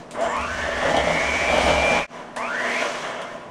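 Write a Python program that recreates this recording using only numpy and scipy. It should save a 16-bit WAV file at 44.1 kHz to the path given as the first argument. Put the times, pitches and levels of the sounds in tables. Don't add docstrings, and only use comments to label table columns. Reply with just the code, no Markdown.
import sys
import numpy as np
from scipy import signal
from scipy.fft import rfft, irfft
from scipy.io import wavfile
from scipy.ndimage import uniform_filter1d

SR = 44100
rng = np.random.default_rng(int(sys.argv[2]) if len(sys.argv) > 2 else 0)


def invert_db(level):
    return 10 ** (np.asarray(level, dtype=float) / 20)


def put_to_file(sound):
    columns = np.atleast_2d(sound).T
    safe = np.clip(columns, -1, 1)
    whole_steps = np.round(safe * 32767)
    wavfile.write(sys.argv[1], SR, whole_steps.astype(np.int16))


N = 154350
JOIN_S = 2.069
MAINS_RIPPLE_HZ = 120.86


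def level(x, db):
    return x * invert_db(db) / np.sqrt(np.mean(x ** 2))


def band(x, hz, width_hz):
    return signal.lfilter(*signal.iirpeak(hz, max(hz / width_hz, .6), fs=SR), x)


def shaped(x, points):
    point_hz, point_db = np.array(points, float).T
    hz = np.arange(N // 2 + 1) * SR / N + 1
    return irfft(rfft(x) * invert_db(np.interp(np.log(hz), np.log(point_hz), point_db)), N)


def coloured(points):
    return level(shaped(rng.standard_normal(N), points), 0)


def walk(rate_hz):
    hold = int(SR / rate_hz)
    steps = np.repeat(rng.standard_normal(N // hold + 1), hold)
    return 1.18 * uniform_filter1d(uniform_filter1d(steps, hold), hold)[:N]


def control(t, column):
    # time_s, whine_hz
    first_speed = [(0, 300), (.108, 300), (.15, 560), (.24, 700), (.3, 920), (.4, 1190), (.5, 1470),
                   (.6, 1650), (.75, 1840), (.9, 1960), (1.05, 2095), (1.2, 2190), (1.3, 2248), (1.4, 2298),
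                   (1.49, 2345), (1.62, 2325), (1.8, 2364), (2.07, 2380)]
    # rush_db, gear_db, whine_db
    first_levels = [(-52.5, -47, -83), (-71, -56.5, -69), (-66, -37.5, -38), (-43, -29.5, -28),
                    (-49.5, -33.5, -31), (-45.5, -35, -31.5), (-43.5, -36.5, -33.5), (-41.5, -31.5, -34.5),
                    (-41.5, -31, -35.5), (-38.5, -32, -33.5), (-39, -34.5, -35.5), (-39, -30.5, -31),
                    (-37.5, -30, -33.5), (-36.5, -30.5, -30), (-36.5, -29.5, -32.5), (-34, -29.5, -34.5),
                    (-36.5, -31, -34.5), (-35.5, -25, -29.5)]
    # time_s, whine_hz
    second_speed = [(2.07, 900), (2.2, 700), (2.358, 700), (2.366, 860), (2.44, 1150), (2.53, 1570),
                    (2.6, 1780), (2.7, 2080), (2.78, 2330), (2.83, 2450), (2.9, 2350), (3.05, 1900),
                    (3.2, 1450), (3.35, 1000), (3.5, 600)]
    # rush_db, gear_db, whine_db
    second_levels = [(-51.5, -43, -66), (-54, -40.5, -78), (-65.5, -48, -52), (-46.5, -39, -32.5),
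                     (-49.5, -39.5, -31.5), (-45, -36.5, -32), (-42, -33.5, -31.5), (-40, -30, -33),
                     (-37.5, -31.5, -32.5), (-37, -29, -42), (-40.5, -32.5, -52), (-44, -34, -67),
                     (-49, -34.5, -80), (-54, -42, -80), (-64, -46.5, -80)]
    axis = ["time_s", "whine_hz", "rush_db", "gear_db", "whine_db"].index(column)
    a = np.hstack([first_speed, first_levels])
    b = np.hstack([second_speed, second_levels])
    return np.where(t < JOIN_S, np.interp(t, a[:, 0], a[:, axis]), np.interp(t, b[:, 0], b[:, axis]))


def room_tone():
    # freq_hz, density_db
    spectrum = [(25, -3), (70, -11.5), (152, 4.5), (331, 2.5), (660, 2.5), (979, -2), (2500, -17),
                (16000, -38)]
    return level(coloured(spectrum), -43)


def mains_hum(ripple, on):
    motor_db, fridge_db = -45, -47
    return (on * invert_db(motor_db) + invert_db(fridge_db)) * invert_db(2.2 * walk(6)) * np.sin(2 * ripple)


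def gears(t):
    # freq_hz, width_hz, level_db
    housing = [(245, 60, -13), (420, 120, -10), (520, 60, -5), (590, 36, -1), (673, 40, 1), (835, 70, -6),
               (996, 32, 2), (1130, 90, -6), (1410, 150, -11), (1740, 180, -8), (2200, 200, -12),
               (2900, 300, -15), (3400, 300, -19)]
    tooth_scatter_db = 2
    grip_hz, grip_db = 996, -5
    slow_dull_db = 2
    clicks = rng.standard_normal(N) * invert_db(tooth_scatter_db * rng.exponential(1, N)) * invert_db(1.5 * walk(60))
    slow_db = slow_dull_db * np.log2(control(t, "whine_hz") / 2300)
    body = 0
    for k, (hz, width_hz, db) in enumerate(housing):
        grip = grip_db * (hz == grip_hz) * (t < JOIN_S)
        dull = slow_db * max(np.log2(hz / 1000), 0)
        mode = band(band(clicks, hz, 2 * width_hz), hz, 2 * width_hz)
        body = body + (-1) ** k * invert_db(db + grip + 0.6 * walk(25.1) + dull) * mode
    return level(body, 0) * invert_db(control(t, "gear_db") + 2.5)


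def rush(t, ripple, on):
    # freq_hz, density_db
    spectrum = [(60, -40), (300, -10), (1470, -9), (2600, -5), (3960, -11), (4900, -12), (5900, -9.5),
                (9700, -22.5), (16000, -20)]
    flicker_db, brush_gate = .8, .06
    edges_hz = [0, 1500, 3000, 5000, 8000, 11500, SR]
    air = rfft(coloured(spectrum))
    hz = np.arange(N // 2 + 1) * SR / N
    shared = walk(16)
    flow = 0
    for low, high in zip(edges_hz, edges_hz[1:]):
        flow = flow + irfft(air * (hz >= low) * (hz < high), N) * invert_db(flicker_db * (shared + walk(30.28)))
    return flow * (1 + brush_gate * on * np.sin(ripple)) * invert_db(control(t, "rush_db") + 3)


def ticks(t):
    # start_s, peak_db, tail_s, wire_ring_db
    events = [
        (0.1103, -38.5, 0.046, -58),
        (.21, -42, 0.034, -56),
        (0.319, -47, .015, -52),
        (0.366, -41.5, 0.013, -52),
        (.412, -41.5, .02, -49),
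        (0.907, -43, .003, -42),
        (0.9668, -33.5, 0.018, -28.5),
        (1.58, -36, 0.011, -33),
        (2.363, -35.5, 0.035, -50),
        (3.2159, -41, .02, -43.5),
    ]
    # freq_hz, t60_s, level_db
    wire_modes = [(3050, .16, 0), (3280, .12, -2), (3750, .03, -1), (4300, .02, 0), (5900, .04, -6)]
    snap_db, snap_s = 4, .001
    shape, strikes, ring_s = np.zeros(N), np.zeros(N), t[:SR // 4]
    for start_s, db, tail_s, ring_db in events:
        since = np.abs(t - start_s)
        decay = np.exp(-since / tail_s) + invert_db(snap_db) * np.exp(-since / snap_s)
        shape += invert_db(db) * (t > start_s) * decay
        strikes[int(start_s * SR)] = invert_db(ring_db)
    wire = sum(invert_db(db - 60 * ring_s / t60) * np.sin(2 * np.pi * hz * ring_s) for hz, t60, db in wire_modes)
    noise = rng.standard_normal(N)
    snap = level(band(noise, 7500, 6000), -9.5) + level(band(noise, 2600, 3300), -5.5)
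    return shape * snap + signal.fftconvolve(strikes, wire)[:N]


def counter(t):
    # time_s, level_db
    shake = [(.2, -62), (.26, -47.5), (.6, -39), (.8, -39), (.98, -35.5), (1.3, -42), (1.5, -38),
             (1.7, -31), (1.9, -38.5)]
    # freq_hz, width_hz, level_db
    resonances = [(31.3, 8.1, -5), (70.3, 15.6, 2.5), (90, 7.3, -7), (174, 34, -9.5)]
    thrum = 0
    for hz, width_hz, db in resonances:
        thrum = thrum + invert_db(db) * band(band(rng.standard_normal(N), hz, width_hz), hz, 2 * width_hz)
    time_s, shake_db = np.transpose(shake)
    gate = (t < JOIN_S) * np.clip((t - .12) / 0.08, 0, 1)
    return level(thrum, 0) * invert_db(np.interp(t, time_s, shake_db)) * gate


def whine(t, ripple):
    sidebands = [-14, -12, -7, -3, 0, -7, -15]
    # freq_hz, width_hz, level_db
    resonances = [(660, 102, 8.5), (890, 80, 2.5), (1004, 70, 5.5), (1138, 76, 5), (1418, 41, -3.5),
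                  (1543, 46, 3), (1780, 170, 5.5), (1932, 67, 0.5), (2130, 91, 1.5), (2270, 98, 3),
                  (2387, 110, 6), (2650, 110, -4)]
    wander_db, floor_db, jitter, load_spread = 2, -10, .04, .5
    octave_db, octave_fades_hz = -7, 1450
    hz = control(t, "whine_hz")
    slew_hz_per_s = np.abs(uniform_filter1d(np.gradient(hz) * SR, size=4000))
    unsteady = np.clip(slew_hz_per_s / 2500, .02, 1) ** 1.15
    spread = 1 - load_spread * unsteady ** .5 * np.clip(hz / octave_fades_hz - .5, 0, 1)
    octave_gain = np.clip((octave_fades_hz - hz) / 150, 0, 1)
    tone = 0
    for k, db in enumerate(sidebands, start=-4):
        db = db * spread
        phase = 2 * np.pi * np.cumsum(hz * (1 + jitter * unsteady * walk(80))) / SR
        tone = tone + invert_db(db + wander_db * walk(21.48)) * np.sin(phase + k * ripple)
        octave = invert_db(db + octave_db + wander_db * walk(24.9)) * np.sin(2 * phase + k * ripple)
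        tone = tone + octave_gain * octave
    tone = tone * invert_db(control(t, "whine_db"))
    body = sum(invert_db(db - 3.5) * band(tone, f, width_hz) for f, width_hz, db in resonances)
    return invert_db(floor_db) * tone + body


def squeal(t):
    start_s, end_s, ramp_s = 0.18, 0.372, 0.047
    gate = np.clip(np.minimum(t - start_s, end_s - t) / ramp_s, 0, 1)
    return gate * level(band(rng.standard_normal(N), 7300, 300), -47.5)


def bowl(t):
    # start_s, peak_db, wall_pitch_hz
    knocks = [(0.829, -14, 660.0), (0.849, -18, 735), (0.856, -11.5, 544), (0.886, -13, 655),
              (0.895, -16.0, 600), (0.915, -16, 630), (0.946, -8, 648), (0.975, -8.5, 697),
              (0.984, -15.5, 694), (1.002, -15.5, 630.0), (1.024, -22, 660), (1.041, -14.5, 623),
              (1.059, -28, 660.0), (1.075, -10, 612), (1.099, -17, 590), (1.107, -19, 638),
              (1.129, -19, 617), (1.153, -17, 637), (1.169, -17, 656), (1.2, -21, 630.0),
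              (1.234, -18.5, 663), (1.245, -19, 650.0), (1.261, -33, 600.0), (1.329, -23, 640),
              (1.341, -20.0, 613), (1.356, -22, 540), (1.429, -22.0, 720), (1.461, -28, 730.0),
              (1.481, -18.5, 610), (1.498, -15.5, 719), (1.525, -14, 735), (1.542, -9.5, 629),
              (1.57, -13.0, 706), (1.585, -9.5, 615), (1.595, -18.5, 660.0), (1.611, -11.5, 690),
              (1.641, -12, 660.0), (1.65, -17, 766), (1.667, -9, 640), (1.681, -12.5, 656),
              (1.69, -16, 746), (1.704, -12.5, 620.0), (1.713, -19, 665), (1.736, -10.5, 620.0),
              (1.751, -29, 610), (1.76, -20, 590.0), (1.779, -18.0, 642), (1.79, -17.0, 630),
              (1.798, -19, 693), (1.822, -17.5, 780.0), (1.836, -23, 683), (1.849, -10.5, 631),
              (1.858, -21, 650.0), (1.879, -12.5, 590.0), (1.905, -14.0, 670.0), (1.92, -12, 633),
              (1.937, -20, 614), (1.952, -14.5, 640.0), (1.963, -15, 602), (1.987, -13, 620.0)]
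    # freq_hz, level_db, t60_s
    modes = [(165.2, -11, 0.85), (253, 1.5, 0.065), (297, -1, 0.071), (472.5, -7.5, 0.15), (554, 6, 0.053),
             (590, 1.5, 0.058), (682, -1.5, 0.072), (757, -14, 0.064), (814, 5, 0.11), (1130, -43, 0.034),
             (3020, -5, 0.026), (5760, -28, 0.033)]
    rise_s, fall_s, thump_db = .0022, .0035, -4.5
    ring_db, ring_rise_s, phase_scatter = -18, .003, .1
    scrape_db, scrape_s = -16, 0.029
    out, push, ring_s = np.zeros(N), np.zeros(N), t[:SR // 5]
    mode_hz, mode_db, mode_t60_s = np.transpose(modes)[..., None]
    chance = rng.standard_normal((len(knocks), len(modes), 3))
    late = ring_s - 3 * rise_s
    swell = np.exp(-np.where(late < 0, (late / rise_s) ** 2, (late / fall_s) ** 2) / 2)
    scrape_decay = (late > 0) * np.exp(-np.abs(late) / scrape_s)
    for (start_s, db, wall_hz), c in zip(knocks, chance):
        detuned_hz = mode_hz * (1 + 0.017 * c[:, :1])
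        tone = np.sin(2 * np.pi * (detuned_hz * ring_s + phase_scatter * c[:, 1:2]))
        ring = (invert_db(mode_db + 1.8 * c[:, 2:]) * tone * invert_db(-60 * ring_s / mode_t60_s)).sum(axis=0)
        ring = ring * (1 - np.exp(-ring_s / ring_rise_s)) * invert_db(ring_db)
        thump = invert_db(thump_db) * swell * np.sin(2 * np.pi * wall_hz * ring_s)
        at = int((start_s - 3 * rise_s) * SR)
        out[at:at + len(ring_s)] += (ring + thump) * invert_db(db)
        push[at:at + len(ring_s)] += invert_db(db) * scrape_decay
    noise = rng.standard_normal(N) * invert_db(1.6 * walk(90))
    scrape = sum(invert_db(db) * band(band(noise, hz, 6 / t60 + 0.042 * hz), hz, hz) for hz, db, t60 in modes)
    return out + level(scrape, scrape_db) * push


def kitchen_echo(t, dry):
    t60_s, echo_db = .3, -13
    tail_s = t[:SR // 2]
    decay = invert_db(-60 * tail_s / t60_s) * (tail_s > .006)
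    echo = level(band(rng.standard_normal(len(tail_s)), 1760, 3600 ) * decay, 0)
    echo = echo * invert_db(echo_db) / np.sqrt(len(tail_s))
    first = t < JOIN_S
    wet_first = first * signal.fftconvolve(dry, echo)[:N]
    wet_second = signal.fftconvolve(dry * ~first, echo)[:N]
    return wet_first + wet_second


def scene():
    # start_s, end_s
    power = [
        (.11, 2.07),
        (2.362, 2.83),
    ]
    t = np.arange(N) / SR
    ripple = 2 * np.pi * MAINS_RIPPLE_HZ * t
    on = uniform_filter1d(sum(1. * (t > start_s) * (t < end_s) for start_s, end_s in power), size=900)
    mixer = gears(t) + rush(t, ripple, on) + whine(t, ripple)
    dry = mains_hum(ripple, on) + mixer + ticks(t) + squeal(t) + bowl(t)
    return (dry + kitchen_echo(t, dry) + counter(t) + room_tone())[None]


def low_pass(x):
    return signal.sosfilt(signal.butter(12, 15830, fs=SR, output="sos"), x)


def record(dry):
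    # freq_hz, gain_db
    mic = [(9800, 1), (10800, -10), (11700, -20.5), (13200, -11.5), (14200, -19), (15200, -19),
           (15700, -24)]
    fade_out_s, fade_in_s = 0.092, 0.088
    t = np.arange(N) / SR
    fade = np.clip(np.maximum((JOIN_S - t) / fade_out_s, (t - JOIN_S) / fade_in_s), .01, 1)
    return low_pass(shaped(dry[0], mic)[None] * fade)


dry = scene()
out = record(dry)
put_to_file(out)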